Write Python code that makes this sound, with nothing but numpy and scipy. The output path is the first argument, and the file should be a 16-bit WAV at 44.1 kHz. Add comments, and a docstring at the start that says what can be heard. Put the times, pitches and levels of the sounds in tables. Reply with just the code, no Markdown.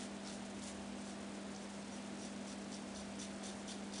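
"""Shaving in a small tiled bathroom, one microphone close to the razor. A ventilation fan hums and
blows from the start. Short strokes cross lathered stubble, each a dense run of hair snaps that hiss
and ring the razor head; the blade ticks where it catches, and the tiles add a short tail. A low rumble
swells before 1 s. Around 2 s the strokes are light and squeak faintly. Near 3 s the rumble swells
again, and the strokes, about four a second, grow to their loudest."""
import sys
import numpy as np
from scipy import signal
from scipy.fft import rfft, irfft
from scipy.io import wavfile

SR = 44100
rng = np.random.default_rng(int(sys.argv[2]) if len(sys.argv) > 2 else 0)


def transcribe(u):
    """Save the signal u as a 16-bit wav file named by the first command-line argument.

    u: samples, shape (n,) or (channels, n), limited to [-1, 1]; the rate is SR.
    q: integer samples, one column per channel.
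    """
    v = np.clip(np.atleast_2d(u).T, -1, 1)
    q = np.round(v * 32767).astype(np.int16)
    wavfile.write(sys.argv[1], SR, q)


N = 176400
T, HZ = np.arange(N) / SR, np.fft.rfftfreq(N, 1 / SR)
TOP_HZ = 10090  # upper edge of everything the microphone hears


def amp(db):
    """Decibels to gain."""
    return 10 ** (np.asarray(db) / 20)


def unit(x):
    """Scales to rms 1."""
    return x / np.sqrt(np.mean(abs(x) ** 2) + 1e-20)


def colour(x, points):
    """Shapes x to rms 1 with a spectrum joined on a log-frequency axis and cut at TOP_HZ."""
    hz, db = np.transpose(points)
    gain = amp(np.interp(np.log(HZ + 1), np.log(hz), db))
    return unit(irfft(rfft(x) * gain * (HZ < TOP_HZ), N))


def drift(rate_hz):
    """Slow random motion of rms 1."""
    return unit(irfft(rfft(rng.standard_normal(N)) * np.exp(-(HZ / rate_hz) ** 2), N))


# Air through the fan, at the back of the room (frequency [Hz], relative level [dB])
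AIR_SPECTRUM = [(22, -23), (40, -23), (60, -11), (80, -7.5), (108, -18), (124, -4.5), (140, -15), (163, -2),
                (185, -7), (210, -4.5), (232, 0), (260, 3), (285, -1.5), (380, -1.5), (450, -5.5),
                (620, -4.5), (780, -6), (1150, -12), (1400, -12), (2200, -14.5), (3200, -16.5), (5000, -19),
                (8000, -20.5), (10000, -22.5)]
def fan_air(level_db=-51.5, flicker_db=1.68, flicker_hz=93):
    """The fan blows an even rush of air whose treble flickers slightly."""
    air = colour(rng.standard_normal(N), AIR_SPECTRUM)
    treble = irfft(rfft(air) * (HZ > 5100), N)
    flicker = amp(flicker_db * drift(flicker_hz))
    return amp(level_db) * (air - treble + treble * flicker)


# Tones of the fan's motor and blades (frequency [Hz], rms level [dB], unsteadiness [0-1])
FAN_TONES = [ (43, -80, .7), (100, -71, .15), (200, -51.3, .05), (242.3, -58.2, .45), (300.3, -63.7, .2),
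             (476, -73, .4), (500.3, -71.5, .3), (558, -73, .4), (600.3, -70.5, .3), (657, -64.7, .2),
             (757, -70.3, .45), ]
def fan_hum(waver_hz=4.5):
    """The motor and blades hum behind the razor, each tone wavering by its own amount."""
    hum = np.zeros(N)
    for hz, db, unsteady in FAN_TONES:
        wander = unit(drift(waver_hz) + 1j * drift(waver_hz))
        waver = np.sqrt(1 - unsteady ** 2) + unsteady * wander
        tone = np.exp(2j * np.pi * (hz * T + rng.random()))
        hum += amp(db) * unit((waver * tone).real)
    return hum


# A low rumble in the background (time [s], rms level [dB])
RUMBLE_LEVELS = [(0, -84), (.55, -78), (.65, -66), (1.05, -68), (1.2, -72.5), (2.85, -80.5), (2.99, -62),
                 (3.18, -71), (3.3, -73), (4, -73)]
def rumble(pitch_hz=74.9, wander_hz=3.14):
    """A low drone of wandering pitch that swells twice."""
    hz = pitch_hz + wander_hz * drift(12.7)
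    level_db = np.interp(T, *np.transpose(RUMBLE_LEVELS))
    return amp(level_db) * unit(np.sin(2 * np.pi * np.cumsum(hz) / SR))


def tile_echo(x, t60_s=.25, level_db=-13.5):
    """The tiled walls return a short, dense tail, reaching the microphone 4 ms after the direct sound."""
    t = T[:SR // 2]
    tail = rng.standard_normal(len(t)) * amp(-60 * t / t60_s) * (t > .004)
    return amp(level_db) * signal.fftconvolve(x, tail / np.linalg.norm(tail))[:N]


# Faint squeaks on the light strokes (start [s], length [s], level [dB])
BLADE_SQUEAKS = [(1.915, .048, -59.5), (2.205, .065, -61), (2.468, .06, -62)]
def squeak(start, length, level_db, pitch_hz=5750, jitter_hz=90, flutter_hz=220, rough_db=3):
    """On a light stroke the blade chatters at one thin, unsteady pitch."""
    hz = pitch_hz + jitter_hz * drift(flutter_hz)
    arch = np.sqrt(abs(np.sin(np.pi * np.clip((T - start) / length, 0, 1))))
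    tone = np.sin(2 * np.pi * np.cumsum(hz) / SR) * amp(rough_db * drift(flutter_hz))
    return amp(level_db) * arch * unit(tone)


def hair_snaps(fine_per_s=7000, thick_per_s=450, thick_db=-7, spread_db=3.3, drag_db=1.5, drag_s=.007):
    """A dense run of tiny hair snaps of uneven size, with a few thick hairs cracking among them."""
    sizes = amp(spread_db * np.minimum(rng.exponential(1, N), 3.5))
    signs = rng.choice([-1, 1], N)
    fine = unit(signs * sizes * (rng.random(N) < fine_per_s / SR))
    thick = unit(signs * (rng.random(N) < thick_per_s / SR))
    drag = amp(drag_db * drift(1 / drag_s))
    return unit((fine + amp(thick_db) * thick) * drag)


# Modes of the razor head (frequency [Hz], width [Hz], relative level [dB])
HEAD_MODES = [(3560, 220, 2.5), (4270, 100, 1.5), (4680, 160, 2), (5270, 110, -2), (5830, 240, 2),
              (6200, 200, -3.5), (7380, 130, 0), (8680, 200, -6), (9560, 220, -2.5)]
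def head_ring(snaps):
    """The snaps set the razor head ringing at its modes."""
    modes = sum(amp(db) / (1 + ((HZ - hz) / width) ** 2) ** 2 for hz, width, db in HEAD_MODES)
    return unit(irfft(rfft(snaps) * modes, N))


# Colour of a hair snap at the microphone (frequency [Hz], relative level [dB])
SNAP_SPECTRUM = [(600, -21), (1400, 0.5), (2400, -1), (3200, 1.5), (4300, 0), (5600, 0), (7000, 0),
                 (8500, -3), (9800, -3)]
def stubble_scrape(snaps):
    """Thousands of snaps a second merge into a hiss."""
    return colour(snaps, SNAP_SPECTRUM)


# The blade catches and rings part of the head (start [s], level [dB], centre [Hz], fade [s])
BLADE_CATCHES = [(0.249, -53.5, 5450, .003), (.2622, -54.5, 5370, .007), (.2734, -50, 5200, .002),
                 (.284, -56, 4160, 0.009), (.2994, -52, 5350, .002), (.6185, -52.5, 3800, .0025),
                 (1.5484, -51, 5850, 0.0018), (1.5613, -47.5, 5950, 0.0018), (2.5184, -52, 5530, .0015),
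                 (2.7267, -55, 4690, .0025), (2.7424, -46, 5200, 0.0025), (2.9488, -52, 5400, .0025),
                 (2.962, -49, 4560, 0.0023), (3.1914, -49, 5800, .002), (3.2003, -46, 6150, 0.0028),
                 (3.219, -54, 3520, .004), (3.455, -53, 5900, .005), (3.485, -55.5, 3600, 0.0076),
                 (3.6795, -48, 5600, .002), (3.684, -54.5, 3230, 0.014), (3.9235, -52, 4330, .002),
                 (3.9374, -47, 5850, .002), (3.958, -52, 5700, .005), (3.981, -50.5, 5800, .008)]
def catch(contact_spectrum, start, level_db, centre_hz, fade, rise_s=.0008):
    """A tick or brief rasp as the blade hooks a tuft of stubble; the shorter, the wider its band."""
    t = np.maximum(T - start, 0)
    width_oct = .38 * np.sqrt(.002 / fade)
    band = (HZ < TOP_HZ) / (1 + (np.log2((HZ + 1) / centre_hz) / width_oct) ** 2) ** 2
    envelope = np.minimum(t / rise_s, 1) * np.exp(-t / fade)
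    rasp = envelope * irfft(contact_spectrum * band, N)
    return amp(level_db) * np.sqrt(fade * SR / N) * unit(rasp)  # energy of level_db held for one fade


# Razor strokes, close to the microphone
# (start [s], length [s], release [s], level [dB], brightness [dB/octave], ring against scrape [dB])
RAZOR_STROKES = [ (-0.02, 0.075, .021, -53.5, 2.5, -21), (0.246, 0.06, 0.02, -55.5, -1, -14),
                 (0.313, 0.034, 0.032, -56.5, 3.5, -15), (0.608, 0.092, .028, -53, 4, -23),
                 (1.038, 0.072, .021, -58.5, 3.5, -15), (1.565, 0.088, .021, -63.5, 1, -4),
                 (1.902, 0.083, .021, -62, 1, -13), (2.19, 0.09, .018, -58, 2.5, -6),
                 (2.46, 0.073, .016, -57.3, 1.5, -11), (2.708, 0.055, 0.028, -54, 2.5, -6),
                 (2.945, 0.055, 0.043, -55, 3, 0), (3.183, 0.022, .005, -51.5, 5, 0),
                 (3.202, 0.026, 0.041, -49, 2, -7), (3.422, 0.077, 0.032, -51.5, 2.5, -8),
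                 (3.669, 0.05, .042, -50.5, 1, -4.5), (3.922, 0.1, .03, -50.5, 0, -2), ]
def stroke(scrape, ring, start, length, release, level_db, bright_db, ring_db, attack_s=.015):
    """The blade scrapes and the head rings while the razor presses on the skin, then both taper off."""
    t = T - start
    press = np.clip(t / attack_s, 0, 1) * np.exp(-np.maximum(t - length, 0) / release)
    arch = .7 + .3 * np.sin(np.pi * np.clip(t / (length + release), 0, 1))
    tilt = amp(bright_db * np.log2(np.maximum(HZ, 2000) / 5000)) * (HZ < TOP_HZ)
    hiss = unit(irfft(rfft(scrape + amp(ring_db) * ring) * tilt, N))
    return amp(level_db) * press * arch * hiss


def razor():
    """The razor's direct sound: strokes through the stubble, catches and squeaks."""
    snaps, grabs = hair_snaps(), hair_snaps()
    scrape, ring = stubble_scrape(snaps), head_ring(snaps)
    contact_spectrum = rfft(grabs + .23 * head_ring(grabs))
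    strokes = sum(stroke(scrape, ring, *row) for row in RAZOR_STROKES)
    catches = sum(catch(contact_spectrum, *row) for row in BLADE_CATCHES)
    squeaks = sum(squeak(*row) for row in BLADE_SQUEAKS)
    return strokes + catches + squeaks


def scene():
    """One microphone: the razor in front, tiles all round, fan and rumble behind."""
    shave = razor()
    return (shave + tile_echo(shave) + fan_hum() + fan_air() + rumble())[None]


def record(dry):
    """The recorder cuts off steeply at TOP_HZ."""
    lowpass = signal.firwin(801, TOP_HZ, window=("kaiser", 8), fs=SR)
    return signal.oaconvolve(dry, lowpass[None], "same")


dry = scene()
out = record(dry)
transcribe(out)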